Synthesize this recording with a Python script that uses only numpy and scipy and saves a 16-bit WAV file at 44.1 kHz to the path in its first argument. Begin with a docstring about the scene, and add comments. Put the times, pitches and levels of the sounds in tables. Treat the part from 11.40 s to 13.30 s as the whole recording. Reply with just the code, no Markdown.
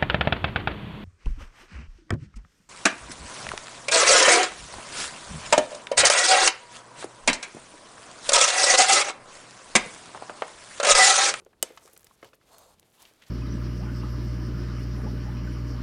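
"""A plastic paddle clicks sharply against a rice pot, knocks about before and after, then scrapes the wall.
Click, knocks and scrape all use the same set of pot tones: decaying sine waves, or noise driving resonators.
Sticky grains tick as very short sine bursts; turning the rice rustles and scuffs as filtered, gritty noise.
A small kitchen answers with a fading noise echo, over a quiet floor of filtered noise."""
import sys
import numpy as np
from scipy import signal
from scipy.fft import rfft, irfft
from scipy.io import wavfile
from scipy.ndimage import uniform_filter1d

SR = 44100
rng = np.random.default_rng(int(sys.argv[2]) if len(sys.argv) > 2 else 0)


def undo_db(level):
    """Turn decibels back into plain size, where 20 dB means ten times bigger."""
    steps = np.asarray(level, float) / 20
    return 10 ** steps


def output_pcm(signal):
    """Save a mono or channel-first signal as 16-bit PCM at the path in sys.argv[1].

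    Samples are clipped to [-1, 1] before scaling.
    """
    pcm = np.clip(np.atleast_2d(signal).T, -1, 1) * 32767
    wavfile.write(sys.argv[1], SR, np.round(pcm).astype(np.int16))


N = 83790  # length in samples


def unit(x):
    """Scale to an rms (average strength) of 1."""
    return x / np.sqrt(np.mean(x ** 2))


def band(x, lo_hz, hi_hz):
    """Keep only the sound between two pitches."""
    sos = signal.butter(2, [lo_hz, min(hi_hz, .45 * SR)], "band", fs=SR, output="sos")
    return signal.sosfilt(sos, x)


def walk(rate):
    """Smooth random wander with spread near 1, drawing `rate` new values a second."""
    k = int(SR / rate)
    steps = np.repeat(rng.standard_normal(N // k + 1), k)
    return 1.4 * uniform_filter1d(uniform_filter1d(steps, k), k)[:N]


def curve(table, column):
    """Turn a dB column into a gain over time."""
    rows = np.array(table)
    return undo_db(np.interp(np.arange(N) / SR, rows[:, 0], rows[:, column], -140, rows[-1, column]))


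def add(out, s, x):
    """Mix x in at s seconds."""
    i = int(s * SR)
    out[i:i + len(x)] += x[:N - i]


# rustle of hand, paddle and rice: t/s, bass level/dB, middle level/dB, treble level/dB
RUSTLE_LEVELS = [(0, -68, -83, -80), (.06, -86, -80, -90), (.2, -82, -79, -92), (.3, -69, -65, -70.5),
                 (.42, -65, -69, -69.5), (.54, -71.5, -70, -71), (.68, -75, -74.5, -77),
                 (.8, -75, -70, -77.5), (.9, -80, -75.5, -75), (.98, -89, -79.5, -91),
                 (1.1, -70.5, -71, -75), (1.33, -78, -73.5, -74.5), (1.37, -81.5, -75, -82.5),
                 (1.53, -77, -75.5, -75), (1.6, -73, -68, -67), (1.69, -68.5, -65.5, -69.5),
                 (1.78, -75, -71.5, -79), (1.9, -67.5, -67.5, -69)]
# the three rustle bands: lowest f/Hz, highest f/Hz
RUSTLE_BANDS = [(250, 1480), (1400, 4750), (5000, 13900)]
# grain crackle against the hiss in each band: level/dB
GRAIN_LEVELS = [-3.5, -16.5, 0]


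def rustle():
    """Rubbing makes a flickering hiss; random clicks through the same three bands are small grains."""
    grains_per_s, grain_spread_db, flicker_db = 330, 5, 2.5
    shared, out = walk(59.28), 0
    for k, (lo, hi) in enumerate(RUSTLE_BANDS):
        moments = rng.random(N) < grains_per_s / SR
        sizes = undo_db(np.minimum(grain_spread_db * rng.exponential(size=N), 16))
        hits = moments * sizes * rng.choice([-1, 1], N)
        grains = unit(band(band(hits, lo, hi), lo, hi))
        hiss = unit(band(rng.standard_normal(N), lo, hi))
        flicker = undo_db(flicker_db * (shared + 0.22 * walk(49)))  # mostly common to all bands
        out = out + curve(RUSTLE_LEVELS, k + 1) * (hiss * flicker + undo_db(GRAIN_LEVELS[k]) * grains)
    return out


# colour of the room tone: f/Hz, relative level/dB
ROOM_COLOUR = [(20, -34), (33, -1.5), (60, -1.5), (150, -3), (400, -5.5), (1000, -15), (2300, -30),
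               (5000, -27.5), (10000, -27), (16000, -38.5)]


def room_tone():
    """Quiet air and appliances: steady coloured noise plus a deep rumble that swells and sinks."""
    tone_db, rumble_db, swell_db = -69, -79.5, 5
    f, rows = np.fft.rfftfreq(N, 1 / SR), np.array(ROOM_COLOUR)
    colour = undo_db(np.interp(np.log(f + 1), np.log(rows[:, 0]), rows[:, 1]))
    tone = unit(irfft(rfft(rng.standard_normal(N)) * colour, N))
    rumble = unit(band(rng.standard_normal(N), 23, 100)) * undo_db(swell_db * walk(21))
    return undo_db(tone_db) * tone + undo_db(rumble_db) * rumble


# ringing tones (modes) of pot and paddle: f/Hz, relative level/dB, time to fade by 60 dB/s
POT_TONES = [(110, -28, 0.078), (243.4, -21.5, 0.052), (359, -11, 0.048), (448.3, -18.5, 0.096),
             (524, -11, 0.054), (628, -4.5, 0.024), (741, -13, .03), (900, -18.5, 0.027),
             (1080, -14.5, 0.021), (1305, -14.5, 0.032), (1724, -13.5, 0.014), (2040, -10.5, 0.023),
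             (2136, -24.5, 0.032), (2970, -4, 0.031), (3826, -19.5, .04), (4350, -26, 0.028),
             (4800, -8.5, 0.014), (5115, -7, 0.026), (5430, -27.5, 0.011), (6660, -14.5, 0.03),
             (6445, -0.5, 0.019), (7360, -3, 0.027), (8180, 3, 0.015), (8780, -7.5, 0.038),
             (9740, -10, .027), (11300, -43, 0.048), (11800, -3, 0.012), (14100, -33, .015)]


def ring(weight_db, late_s=0., sign=None):
    """The pot's answer to one blow: fading sine waves, each starting up or down, the low ones rising slower."""
    hz, db, t60 = np.array(POT_TONES).T[:, :, None]
    t = np.arange(int(.15 * SR)) / SR
    # late_s is about the rise time at 500 Hz; it doubles an octave lower
    rise = 1 - np.exp(-t * hz / (late_s * 500 + 0.00088))
    fade = np.exp(-np.log(1000) * t / t60)
    sign = rng.choice([-1., 1.], hz.shape) if sign is None else sign
    return np.sum(sign * undo_db(db + weight_db) * rise * fade * np.sin(2 * np.pi * hz * t), axis=0)


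# dull knocks of paddle and pot: t/s, peak level of the ring/dB, f where it rings most/Hz,
# distance from there at which the push is 6 dB weaker/octaves, contact noise peak against the ring/dB
KNOCK_LIST = [(0.001, -54.5, 340, 0.65, 0), (0.019, -50.5, 397, 0.36, -7), (0.063, -40.5, 450, 0.65, -10.5),
              (0.129, -55.5, 940, 0.4, -13), (0.304, -41, 453, 0.58, -3), (0.333, -54, 517, 0.28, -17),
              (0.374, -36, 1320, 0.65, -2.5), (0.452, -47, 426, 0.52, -9), (0.476, -45.5, 1030, 0.41, -18),
              (0.492, -53, 511, 0.29, -6), (0.535, -52, 428, 0.39, -6.5), (0.564, -57, 526, 0.5, 8),
              (0.631, -56, 1700, 0.22, -9), (0.641, -56, 430, 0.4, -16), (0.667, -53, 1850, 0.3, -16),
              (0.711, -46.5, 1080, 0.18, -22), (0.83, -36.5, 455, 0.5, -7.5), (0.844, -50, 605, 0.5, 6),
              (0.855, -51, 463, 0.5, -4), (0.932, -50, 543, 0.35, 5), (1.013, -56.5, 1540, 0.5, -18.5),
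              (1.26, -53.5, 522, 0.26, -21), (1.428, -55, 356, 0.47, -2), (1.712, -55, 448, 0.5, -13),
              (1.821, -56, 2280, 0.2, 5), (0.375, -44, 2970, 0.22, -15), (.828, -41.5, 1320, 0.42, -9),
              (0.827, -43, 2040, 0.42, -18), (.85, -58, 110, .5, -11), (.845, -48, 3100, .3, 0)]


def knocks():
    """Soft blows ring the pot tones near one pitch, with a short noisy scuff at the contact."""
    push_s = 0.00067  # slowness of the push, as late_s in ring()
    out, modes = np.zeros(N), np.array(POT_TONES)
    t = np.arange(2000) / SR
    for s, db, hz, spread, noise_db in KNOCK_LIST:
        distance = np.log2(modes[:, :1] / hz) / max(spread, .1)
        # the first term halves the level differences between the tones
        blow = ring(-.5 * modes[:, 1:2] - 6 * distance ** 2, push_s)
        scuff = band(rng.standard_normal(2000), hz / 2.34, hz * 4) * np.exp(-t / 0.0056)
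        add(out, s, undo_db(db) * blow / np.abs(blow).max())
        add(out, s, undo_db(db + noise_db) * scuff / np.abs(scuff).max())
    return out


# fading of the kitchen echo: centre f/Hz, time to fade by 60 dB/s
ECHO_FADE = [(400, .5), (1500, 0.36), (5000, 0.21), (12000, 0.092)]


def kitchen(x):
    """Blurred echo of tiles and cupboards: noise bands that fade faster in the treble."""
    echo_db, build_up_s = -20.5, 0.0031
    t, tail = np.arange(int(.7 * SR)) / SR, 0
    for hz, t60 in ECHO_FADE:
        noise = band(rng.standard_normal(len(t)), hz / 2, hz * 2)
        tail = tail + noise * np.exp(-np.log(1000) * t / t60)
    tail = tail * np.clip(t / build_up_s, 0, 1) ** 2
    return undo_db(echo_db) * signal.fftconvolve(x, tail / np.sqrt(np.sum(tail ** 2)))[:N]


# sticky grains tick as they part: t/s, level before fading/dB, f/Hz, length/cycles
TICK_LIST = [(0.0492, -45.5, 6730, 7.4), (0.374, -53, 3000, 1.9), (0.459, -36.5, 5930, 3.2),
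             (0.4784, -35, 5800, 1.2), (0.5316, -38, 10300, 3.2), (0.5344, -35, 9450, 3.3),
             (0.5404, -46, 9400, 2.5), (0.5704, -46, 5050, 1.3), (0.5764, -32.5, 8280, 7.5),
             (0.595, -41, 7130, 2.8), (0.608, -36, 12600, 3.7), (0.6184, -43, 11200, 2.5),
             (0.6309, -44, 6550, 4.8), (0.6449, -36, 8000, 7.1), (0.6493, -39, 11300, 5.4),
             (0.6694, -32.5, 3800, 0.92), (0.9318, -60, 3490, 2.5), (0.947, -43, 9960, 2.9),
             (0.9533, -45, 10100, 3), (1.0707, -53, 6590, 1.6), (1.1318, -43.5, 6350, 2.5),
             (1.1832, -30, 7440, 1.5), (1.1911, -36, 7540, 1.4), (1.318, -49, 3690, 2.7),
             (1.397, -33, 7200, 1.9), (1.4291, -46, 3340, 3.1), (1.5193, -51, 3200, 2.3),
             (1.558, -59, 3400, 2), (1.6209, -34.5, 5900, 2.9), (1.6345, -40, 2980, 2.2),
             (1.6535, -35, 3470, 3.4), (1.713, -58, 3140, 2.5), (1.737, -42.5, 5350, 1.6),
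             (1.824, -51, 3040, 2), (1.8381, -40, 3400, 2.1), (1.872, -51, 3460, 2.5)]


def ticks():
    """Each parting grain gives a quickly fading sine wave with a noisy wake."""
    out, t = np.zeros(N), np.arange(300) / SR
    for s, db, hz, cycles in TICK_LIST:
        fade = np.exp(-t * hz / (0.34 * max(cycles, .3)))
        snap = np.sin(2 * np.pi * hz * t) * fade
        wake = band(rng.standard_normal(300), hz / 0.79, hz * 1.9) * np.exp(-t / 0.0014)
        add(out, s, undo_db(db) * (snap + undo_db(-7) * wake))
    return out


# crumbly scuffs of the paddle through rice:
# start t/s, length/s, level before rise and fade/dB, centre f/Hz, full width/octaves
SCUFF_LIST = [(0.127, 0.016, -62, 1280, 1.25), (0.402, 0.11, -62.5, 6750, 0.76),
              (0.468, 0.036, -60, 1170, 1.5), (0.563, 0.0071, -54, 2940, 2.6),
              (0.663, 0.015, -61, 5000, 2.5), (0.725, 0.028, -63.5, 7600, 1.3),
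              (0.841, 0.044, -59, 3360, 1.74), (.845, 0.048, -58, 590, 1.46),
              (0.931, 0.023, -65, 3000, 2.6), (1.13, 0.0078, -59, 8900, 1.4),
              (1.379, 0.023, -70, 3020, 0.78), (1.559, 0.11, -63.5, 900, 0.76),
              (1.574, 0.049, -61, 3300, 0.52), (1.623, 0.0079, -51, 7000, 2.2),
              (1.65, 0.018, -54.5, 2780, 0.77), (1.697, 0.024, -69, 1780, 1.3),
              (1.812, 0.037, -57, 2220, 1.4), (1.861, 0.024, -57, 2970, 2.15), (1.89, 0.022, -64, 2500, 1)]


def scuffs():
    """Grains shoved aside make short bursts of gritty noise: quick rise, ragged hold, fading end."""
    grit_db = 4.5
    out = np.zeros(N)
    for s, length, db, hz, width in SCUFF_LIST:
        u = np.arange(6000) / SR / length  # time in scuff lengths
        hiss = rng.standard_normal(6000)
        spikes_db = np.minimum(grit_db * rng.exponential(size=6000), 20)
        grit = hiss * undo_db(spikes_db + 2.8 * walk(300)[:6000])
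        half = 2 ** (width / 2)
        noise = unit(band(grit, hz / half, hz * half))
        add(out, s, undo_db(db) * noise * np.clip(u / 0.32, 0, 1) * np.exp(-u ** 3))
    return out


# first touch, main blow and rebound of the click: delay t/s
REBOUND_TIMES = [0, .0003, .0016]
# the same three contacts: relative level/dB
REBOUND_LEVELS = [-6, 1, -11]


def click():
    """Hard edge on hard edge: a bright crack and all pot tones; returns the sound and its kitchen feed."""
    start_s, ring_db, crack_db, wake_db = .2269, -18, -0.5, -21.5
    bass_late_s = 0.0016  # as late_s in ring()
    ring_send_db, crack_send_db = -6.5, 8
    rung, crack = np.zeros(N), np.zeros(N)
    alternating = (-1.) ** np.arange(len(POT_TONES))[:, None]
    add(rung, start_s, undo_db(ring_db) * band(ring(0., bass_late_s, alternating), 150, 15400))
    impulse = np.eye(1, 400)[0]
    for late, db in zip(REBOUND_TIMES, REBOUND_LEVELS):
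        add(crack, start_s + late, undo_db(crack_db + db) * band(impulse, 2500, 16500))
    splinters = band(rng.standard_normal(900), 7200, 18000) * np.exp(-np.arange(900) / SR / 0.0015)
    add(crack, start_s, undo_db(wake_db) * splinters)
    # the kitchen gets one simple click in place of the detailed crack
    crack_send = band(np.eye(1, N, int(start_s * SR))[0], 200, 9000)
    return rung + crack, undo_db(ring_send_db) * rung + undo_db(crack_send_db) * crack_send


# paddle dragging on the pot wall: t/s, level of the low-middle rub/dB
SCRAPE_LEVELS = [(1.04, -84), (1.082, -70), (1.146, -54.5), (1.152, -61), (1.232, -59.5), (1.248, -64.5),
                 (1.294, -60.5), (1.344, -65), (1.36, -102)]
# how strongly each pitch rings under friction: f/Hz, relative level/dB
FRICTION_COLOUR = [(2150, -3), (3000, -9), (4400, 4.5), (5400, -5), (7000, 4.5), (12000, -13)]


def scrape():
    """Gritty friction drives the pot's upper tones, each wavering by itself, rubs in the low middle and hisses."""
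    grit_db, flutter_db = 1.34, 3
    damping = 1.15  # rice shortens the ring by this factor
    grit = rng.standard_normal(N) * undo_db(grit_db * rng.exponential(size=N) + 1.5 * walk(89.9))
    rung = 0
    for hz, _, t60 in POT_TONES:
        if hz > 2100:
            # a resonator that rings at hz when fed with grit
            pole = np.exp((2j * np.pi * hz - np.log(1000) * damping / t60) / SR)
            tone = unit(signal.lfilter([1], [1, -pole], grit).imag)
            tone_db = np.interp(hz, *np.array(FRICTION_COLOUR).T)
            rung = rung + undo_db(tone_db + flutter_db * walk(24.8)) * tone
    rub = unit(band(band(grit, 430, 1330), 370, 1370))
    hiss = unit(band(grit, 2670, 9700))
    touching = np.arange(N) < SCRAPE_LEVELS[-1][0] * SR
    return curve(SCRAPE_LEVELS, 1) * (rub + undo_db(-6) * unit(rung) + undo_db(-8) * hiss) * touching


def scene():
    """Everything at the pot, its echo, the rustle and the room tone."""
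    snap, send = click()
    near = knocks() + ticks() + scrape() + scuffs()
    return (snap + near + kitchen(near + send) + rustle() + room_tone())[None]


def roll_off(x):
    """The treble ends steeply here."""
    return signal.sosfilt(signal.butter(12, 17140, fs=SR, output="sos"), x)


def record(dry):
    """The phone cuts the top of the treble with a steep filter."""
    top_hz = 16500
    low_pass = signal.ellip(8, .2, 70, top_hz, fs=SR, output="sos")
    mix = signal.sosfilt(low_pass, dry)
    return roll_off(mix)


dry = scene()
out = record(dry)
output_pcm(out)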